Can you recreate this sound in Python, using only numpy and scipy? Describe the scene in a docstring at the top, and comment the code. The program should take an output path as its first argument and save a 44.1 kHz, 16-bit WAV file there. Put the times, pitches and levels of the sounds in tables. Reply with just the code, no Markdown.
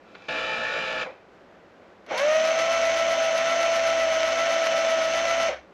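"""Electric camper jacks in a quiet yard

A relay clicks and, out of a faint swelling noise, one motor buzzes for under a second: shaft harmonics
over gear chatter. After a pause a faster one clicks in, spins up, whines for over three seconds and is
switched off. Its pinion sings at the tooth rate over weaker shaft tones, chatter rung by the leg and a hum.
A slow wheel rasps once a turn, and the lifting screw drags the pitch down each time it binds.
Noise bursts make the clicks and the jolts of the leg; soft, coloured noise is the outdoor air."""
import sys
import numpy as np
from scipy import signal
from scipy.fft import rfft, irfft
from scipy.io import wavfile

SR = 44100
rng = np.random.default_rng(int(sys.argv[2]) if len(sys.argv) > 2 else 0)


def inscribe(sig):
    """Save sig as 16-bit PCM at rate SR to the path in sys.argv[1].

    A 1-D sig is mono; a 2-D sig holds one channel per row.
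    Samples are clipped to [-1, 1] before scaling.
    """
    pcm = np.round(np.clip(np.atleast_2d(sig).T, -1, 1) * 32767)
    wavfile.write(sys.argv[1], SR, pcm.astype(np.int16))


N = 252867
TIME = np.arange(N) / SR  # seconds

# spectrum of the outdoor air: f/Hz, level/dB
YARD_COLOUR = [(15, -25), (25, -22), (91, -9.5), (142, -15.5), (175, -4), (267, -5.5), (348, -2.5),
               (441, -3.5), (558, -1.5), (921, -10.5), (1480, -11), (6500, -35.5), (13500, -54)]
# relay contacts and gears taking up their slack: t/s, level/dB, decay/s, treble share (0-1)
CLICKS = [(0.1508, -35.5, 0.0023, 0.1), (0.1543, -38.5, 0.0036, 0.06), (2.064, -41, 0.0045, 0.33),
          (2.177, -25, 0.015, 0.7)]
# dull spectrum of the relay box: f/Hz, level/dB
RELAY_COLOUR = [(200, -26), (600, -8), (1500, 7), (2500, -3), (4400, -9), (5500, -28), (12000, -55)]
# the leg rings as a motor brakes or jerks into motion: t/s, level/dB, decay/s
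JOLTS = [(1.06, -34, 0.045), (2.109, -27.5, 0.083), (5.481, -27, 0.03)]
# hollow spectrum of the jolted leg: f/Hz, level/dB
LEG_COLOUR = [(50, -43), (200, -19), (430, -15), (520, 2), (620, -5), (750, -4.5), (1500, -25),
              (2100, -14.5), (2700, -29), (6000, -68)]
# shaft speed of the buzzing jack before any coasting: t/s, f/Hz (turns a second)
BUZZ_SPEED = [(0.3, 57.6), (0.45, 58.48), (0.6, 57.83), (0.82, 58.56), (1.02, 57.33)]
# its gear and armature tones: multiple of the shaft speed, level/dB (against its loudness)
BUZZ_TONES = [(1, -42), (2.59, -30), (4, -27), (5, -24.5), (7.62, -24), (8, -23.5), (9, -20), (10, -14),
              (11, -8.5), (12, -20), (13.82, -20.5), (15, -15), (20, -24), (22, -17), (22.33, -14),
              (25, -11), (28, -15.5), (29, -18), (30, -12), (31, -14.5), (32, -18.5), (39, -16.5),
              (41, -13), (45, -17), (47, -17.5), (50, -16), (51, -18), (60, -23.5), (65, -20)]
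# how its leg radiates the chatter: f/Hz, level/dB
BUZZ_BODY = [(60, -21.5), (200, -10), (350, -9), (490, 1), (650, -5.5), (800, -8), (1000, -6.5),
             (1300, -0.5), (1800, -6), (2100, -9.5), (2380, -2), (2950, -7), (3300, -10.5), (4700, -13.5),
             (5100, -19.5), (7200, -27.5), (12000, -49.5)]
# slow drift of the whining shaft's running speed: t/s, f/Hz (offset)
DRIFT = [(2.7, -0.28), (3.05, 0.23), (3.8, .3), (4.15, -0.28), (4.7, -.2), (5.4, 0.23)]
# weaker tones of the whining jack: multiple of the shaft speed, level/dB (against its loudness)
WHINE_TONES = [(2, -32.5), (3, -32.5), (3.81, -24.5), (5, -23.5), (7.62, -31.5), (8, -22.5), (9, -24),
               (10.95, -29), (11.43, -29.5), (12, -19.5), (15, -19), (16.19, -21), (22, -23), (23, -47),
               (23.81, -22), (25, -26), (29, -20.5), (45, -18.5), (53, -22), (93, -28), (95, -24)]
# how its leg radiates the chatter: f/Hz, level/dB
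WHINE_BODY = [(25, -42), (60, -41.5), (220, -19.5), (380, -17.5), (540, 1), (690, 2), (830, -9.5),
              (1200, -8.5), (1800, -7.5), (2050, -4.5), (2350, -9.5), (2800, -7), (3700, -13),
              (4900, -20.5), (5700, -12), (6250, -9), (6550, -20.5), (8000, -30), (12000, -49)]
# pinion overtones: multiple of the mesh tone, level/dB (against the driven loudness),
# extra/dB while accelerating, dip/dB once a wheel turn, phase shiver/rad
MESH_OVERTONES = [(2, -8, -2, 7, 0.25), (3, -12.5, 6.5, 16, 0.86), (4, -20, 8.5, 2, 0.94)]
# dry rasp of the slow wheel, also the bright clicks: f/Hz, level/dB
RASP_COLOUR = [(500, -8.5), (2500, 8.5), (6000, 2.5), (7500, -10.5), (11000, -8), (13500, -26)]

YARD_DB = -52
TOP_HZ = 13700  # upper edge of the microphone's range

# faint noise that swells before the buzz: its level as the buzz starts
SWELL_DB = -51.5
# buzzing jack: start, loudness, and the extra kick as it starts
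BUZZ_START_S, BUZZ_DB, KICK_DB, KICK_S = 0.2835, -31, 1.5, 0.052
# switched off, it coasts to rest; the level drops at once as the teeth unload, then dies with the speed
BUZZ_OFF_S, BUZZ_COAST_S, UNLOAD_DB, UNLOAD_S = 1.035, 0.2, -7, 0.0083

# whining jack: power on and off, nominal running speed, time constants of spin-up and braking
WHINE_ON_S, WHINE_OFF_S, WHINE_HZ = 2.052, 5.484, 65.9
SPIN_UP_S, BRAKE_S = 0.087, 0.081
# its loudness, reached once the shaft turns this fast
WHINE_DB, FULL_NOISE_HZ = -28.5, 36.2
# lifting screw: seconds a turn, one moment of tight fit, and how lopsided the drag is (turns)
SCREW_TURN_S, SCREW_TIGHT_S, SCREW_SKEW = 0.855, 3.3, 0.075
SCREW_SAG_HZ = 0.57  # shaft speed lost per unit of drag
# pinion: base level of the mesh tone and its slow easing from switch-on
PINION_TEETH, MESH_DB, MESH_EASE_DB_PER_S = 10, -24, -0.65
# the tone swells just before the screw binds; the leg hardly radiates it below a corner
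MESH_LOAD_DB, MESH_LEAD_S, MESH_CORNER_HZ = 0.66, 0.085, 568
# extra while the motor pulls the load up to speed: centre and length of that pull
PULL_DB, PULL_AT_S, PULL_S = 3, 2.335, 0.13
# overtone lift, and the loss per unit of drag: teeth bite harder where the screw runs free
BITE_DB, BITE_FREE_DB = 3, 1.36
# slow wheel: shaft turns for each of its own, and one moment of rubbing
WHEEL_TURNS, WHEEL_RUB_S = 8.45, 3.755
# narrow resonance of the leg tube that the chatter keeps ringing
TUBE_HZ, TUBE_Q, TUBE_DB = 2167, 16, -17.5
# low hum: level at its swells, start and end, time between swells, one moment of silence
HUM_DB, HUM_ON_S, HUM_OFF_S, HUM_BEAT_S, HUM_NULL_S = -56.5, 2.63, 5.6, 1.28, 3.42


def undb(db):
    """Decibels to gain."""
    return 10 ** (np.asarray(db) / 20)


def unit(x):
    """Scale to an rms of 1."""
    return x / np.sqrt(np.mean(x ** 2))


def since(start):
    """Seconds gone by since a moment; zero before it."""
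    return np.maximum(TIME - start, 0)


def curve(rows):
    """A two-column table joined by straight lines in time."""
    at, value = np.transpose(rows)
    return np.interp(TIME, at, value)


def response(points, hz):
    """Level in dB of a spectrum at the given frequencies, straight over log frequency."""
    f, db = np.transpose(points)
    return np.interp(np.log(np.maximum(hz, 1)), np.log(f), db)


def colour(x, points, size=4096):
    """Ring a body of the given spectrum with x: causal, and white noise keeps its power."""
    log_gain = np.log(undb(response(points, np.fft.rfftfreq(size, 1 / SR))))
    # folding the cepstrum onto positive time makes the ring minimum-phase
    cepstrum = irfft(log_gain)
    cepstrum[1:size // 2] *= 2
    cepstrum[size // 2 + 1:] = 0
    ring = irfft(np.exp(rfft(cepstrum)))
    return signal.fftconvolve(x, ring / np.linalg.norm(ring))[:N]


def walk(rate):
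    """Random wander of rms 1 that heads for a new value rate times a second."""
    knots = rng.standard_normal(4096)
    return unit(np.interp(TIME * rate, np.arange(len(knots)), knots))


def burst(start, db, decay):
    """Noise with a sudden start and an exponential fade."""
    envelope = (TIME >= start) * np.exp(-np.abs(TIME - start) / decay)
    return undb(db) * envelope * rng.standard_normal(N)


def grains(scatter_db):
    """Dense tiny impacts of very unequal size."""
    return unit(rng.standard_normal(N) * undb(scatter_db * rng.standard_normal(N)))


def chatter(speed, repeat, scatter_db, lump_db, count=600):
    """Tooth impacts: flaws fixed on the shaft strike again on every turn, the rest fall at random."""
    turns = np.cumsum(speed) / SR
    place, size = rng.random(count), rng.standard_normal(count)
    strikes = np.arange(int(turns[-1]))[:, None] + place
    at = np.interp(strikes.ravel(), turns, np.arange(N)).astype(int)
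    flaws = unit(np.bincount(at, np.tile(size, len(strikes)), N))
    impacts = np.sqrt(repeat) * flaws + np.sqrt(1 - repeat) * grains(scatter_db)
    # the tooth pressure rises and falls once a turn
    pressure = undb(lump_db * np.cos(2 * np.pi * turns))
    return pressure * impacts


def panels(x, ring_db, decay_s):
    """The camper's wall and the leg tube give every impact a short, dense ring."""
    age = TIME[:SR // 4]
    tail = rng.standard_normal(len(age)) * np.exp(-age / decay_s)
    ring = signal.fftconvolve(x, tail / np.linalg.norm(tail))[:N]
    return unit(x + undb(ring_db) * ring)


def soften(x, speed, corner_hz):
    """Slow teeth strike gently, so the treble goes as the shaft slows."""
    dull = signal.sosfilt(signal.butter(1, corner_hz, fs=SR, output="sos"), x)
    treble = x - dull
    return dull + (speed / np.max(speed)) ** 2 * treble


def tones(speed, table, body, flutter_db, slip):
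    """Lines locked to the shaft; off top speed they slide through the leg's resonances."""
    turns, running = np.cumsum(speed) / SR, np.max(speed)
    out = np.zeros(N)
    for order, db in table:
        shift_db = np.minimum(response(body, order * speed) - response(body, order * running), 3)
        # slip is a phase wander in radians
        angle = 2 * np.pi * (order * turns + rng.random()) + slip * walk(18)
        level_db = db + shift_db + flutter_db * walk(21.88)
        out += undb(level_db) * np.sin(angle)
    # the lines fade quickly as the shaft slows
    return np.sqrt(2) * out * (speed / running) ** 3


def yard():
    """Soft outdoor air: coloured noise whose level wavers a little."""
    air = colour(rng.standard_normal(N), YARD_COLOUR)
    return undb(YARD_DB + 0.62 * walk(11)) * air


def clicks():
    """Short bursts: dull from the relay box, bright from the gears, hollow from the jolted leg."""
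    dull = sum((1 - treble) * burst(start, db, decay) for start, db, decay, treble in CLICKS)
    bright = sum(treble * burst(start, db, decay) for start, db, decay, treble in CLICKS)
    hollow = sum(burst(start, db, decay) for start, db, decay in JOLTS)
    return colour(dull, RELAY_COLOUR) + colour(bright, RASP_COLOUR) + colour(hollow, LEG_COLOUR)


def buzzing_jack():
    """A dense comb of shaft harmonics over gear chatter starts abruptly, after a faint swelling noise."""
    coast = np.exp(-since(BUZZ_OFF_S) / BUZZ_COAST_S)
    speed = curve(BUZZ_SPEED) * coast
    comb = tones(speed, BUZZ_TONES, BUZZ_BODY, flutter_db=3.5, slip=0.39)

    strikes = chatter(speed, repeat=0.13, scatter_db=7, lump_db=-0.4)
    impacts = panels(strikes, ring_db=-4, decay_s=0.0059)
    rattle = soften(colour(impacts, BUZZ_BODY), speed, corner_hz=1500)

    kick_db = KICK_DB * np.exp(-since(BUZZ_START_S) / KICK_S)
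    unload_db = UNLOAD_DB * (1 - np.exp(-since(BUZZ_OFF_S) / UNLOAD_S))
    loudness = undb(BUZZ_DB + kick_db + unload_db) * coast ** 2.5
    buzz = loudness * (comb + undb(-3.5) * rattle)
    # the faint noise has the same colour as the rattle
    swelling_noise = undb(SWELL_DB) * TIME / BUZZ_START_S * rattle
    # the buzz takes over from the swelling noise within milliseconds
    onset = 1 - np.exp(-since(BUZZ_START_S) / 0.001)
    return onset * buzz + (1 - onset) * swelling_noise


def hum():
    """A low hum at the nominal running speed that beats slowly; it builds late and outlasts the power."""
    held = (1 - np.exp(-since(HUM_ON_S) / 0.07)) * np.exp(-since(HUM_OFF_S) / 0.045)
    beat = np.abs(np.sin(np.pi * (TIME - HUM_NULL_S) / HUM_BEAT_S))
    tone = np.sqrt(2) * np.sin(2 * np.pi * WHINE_HZ * TIME)
    return undb(HUM_DB) * held * beat * tone


def screw_load(lead_s):
    """Drag of the lifting screw, a little ahead of time: it binds hard once a turn, lightly in between."""
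    turn = (TIME + lead_s - SCREW_TIGHT_S) / SCREW_TURN_S
    hard = np.cos(2 * np.pi * (turn + SCREW_SKEW))
    twice_a_turn = 0.6 * np.cos(4 * np.pi * (turn - SCREW_SKEW / 2))
    return hard + twice_a_turn


def whine_speed():
    """The shaft spins up, sags wherever the screw binds, and is braked at switch-off (turns a second)."""
    running = WHINE_HZ + curve(DRIFT) - SCREW_SAG_HZ * screw_load(0)
    spin_up = 1 - np.exp(-since(WHINE_ON_S) / SPIN_UP_S)
    brake = np.exp(-since(WHINE_OFF_S) / BRAKE_S)
    return running * spin_up * brake


def wheel_turns(speed):
    """Turns of the slow reduction wheel, whole at each rub."""
    turns = np.cumsum(speed) / SR
    return (turns - np.interp(WHEEL_RUB_S, TIME, turns)) / WHEEL_TURNS


def tooth_errors(wheel, count=5):
    """An uneven pattern around the wheel that returns on each of its turns; rms 1."""
    return unit(sum(np.cos(2 * np.pi * (k * wheel + rng.random())) for k in range(2, count + 1)))


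def tooth_ticks(rate, decay_s, scatter_db):
    """Now and then a tooth hits harder: a sharp tick that dies within milliseconds."""
    hits = (rng.random(N) < rate / SR) * undb(scatter_db * (2 * rng.random(N) - 1))
    envelope = signal.lfilter([1], [1, -np.exp(-1 / (decay_s * SR))], hits)
    return colour(unit(envelope * rng.standard_normal(N)), RASP_COLOUR)


def wheel_rasp(speed):
    """The reduction wheel runs slightly off centre: once on each of its turns it scrapes and ticks."""
    rub = np.exp(1.25 * (np.cos(2 * np.pi * wheel_turns(speed)) - 1))
    scrape = colour(chatter(speed, repeat=0.26, scatter_db=3, lump_db=0), RASP_COLOUR)
    ticks = undb(-5.5) * tooth_ticks(rate=75, decay_s=0.005, scatter_db=3)
    return rub * scrape + np.sqrt(rub) * ticks


def pinion(speed, loudness):
    """The mesh tone and its overtones; the off-centre wheel lets the teeth go slack once a turn."""
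    wheel, running = wheel_turns(speed), np.max(speed)
    angle = 2 * np.pi * PINION_TEETH * np.cumsum(speed) / SR + 0.084 * tooth_errors(wheel)
    pull = np.exp(-((TIME - PULL_AT_S) / PULL_S) ** 2)

    ease_db = MESH_EASE_DB_PER_S * since(WHINE_ON_S)
    effort_db = ease_db + PULL_DB * pull + MESH_LOAD_DB * screw_load(MESH_LEAD_S)
    flutter_db = 1.5 * tooth_errors(wheel) + 0.6 * walk(12)
    radiated = np.minimum(PINION_TEETH * speed / MESH_CORNER_HZ, 1) ** 20
    out = radiated * undb(MESH_DB + effort_db + flutter_db) * np.sin(angle)

    # the overtones need the motor's drive and vanish at switch-off
    bite = undb(BITE_DB - BITE_FREE_DB * screw_load(0))
    drive = loudness * bite * np.exp(-since(WHINE_OFF_S) / 0.013)
    # teeth that pull the load up to speed stay in contact; at full speed they bounce in their backlash
    slack = 1 - 0.4 * pull
    dip = slack * np.sin(np.pi * (wheel - 0.04)) ** 4
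    for order, db, pull_db, dip_db, shiver in MESH_OVERTONES:
        # spinning up, each overtone slides through the leg's resonances
        teeth = order * PINION_TEETH
        shift_db = response(WHINE_BODY, teeth * speed) - response(WHINE_BODY, teeth * running)
        level_db = db + np.clip(shift_db, -4, 2) + pull_db * pull - dip_db * dip + 1.34 * walk(24)
        out += drive * undb(level_db) * np.sin(order * angle + slack * shiver * walk(55))
    return np.sqrt(2) * out


def whining_jack():
    """A faster motor: the pinion sings above weaker tones, chatter, the throbbing rasp and a low hum."""
    speed = whine_speed()
    loudness = undb(WHINE_DB) * np.minimum(speed / FULL_NOISE_HZ, 1) ** 2.4
    comb = tones(speed, WHINE_TONES, WHINE_BODY, flutter_db=2.5, slip=1.0)

    strikes = chatter(speed, repeat=0.066, scatter_db=6.5, lump_db=0.2)
    impacts = panels(strikes, ring_db=-7, decay_s=0.0096)
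    tube = unit(signal.lfilter(*signal.iirpeak(TUBE_HZ, TUBE_Q, fs=SR), impacts))
    rattle = undb(-0.5) * colour(impacts, WHINE_BODY) + undb(TUBE_DB) * tube
    rasp = undb(-10) * wheel_rasp(speed)

    # once the power is off the teeth strike ever more gently
    force = speed * np.exp(-since(WHINE_OFF_S) / 0.13)
    gear_noise = soften(rattle + rasp, force, corner_hz=1500)
    return loudness * (comb + gear_noise) + pinion(speed, loudness) + hum()


def scene():
    """Both jacks and their clicks in the open yard, as one channel."""
    mix = yard() + clicks() + buzzing_jack() + whining_jack()
    return mix[None]


def record(dry):
    """The microphone port cancels a narrow band of treble; the top is cut off."""
    notch = signal.iirnotch(9050, 4.5, fs=SR)
    heard = signal.lfilter(*notch, dry)
    return signal.sosfilt(signal.ellip(10, 0.2, 80, TOP_HZ, fs=SR, output="sos"), heard)


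dry = scene()
out = record(dry)
inscribe(out)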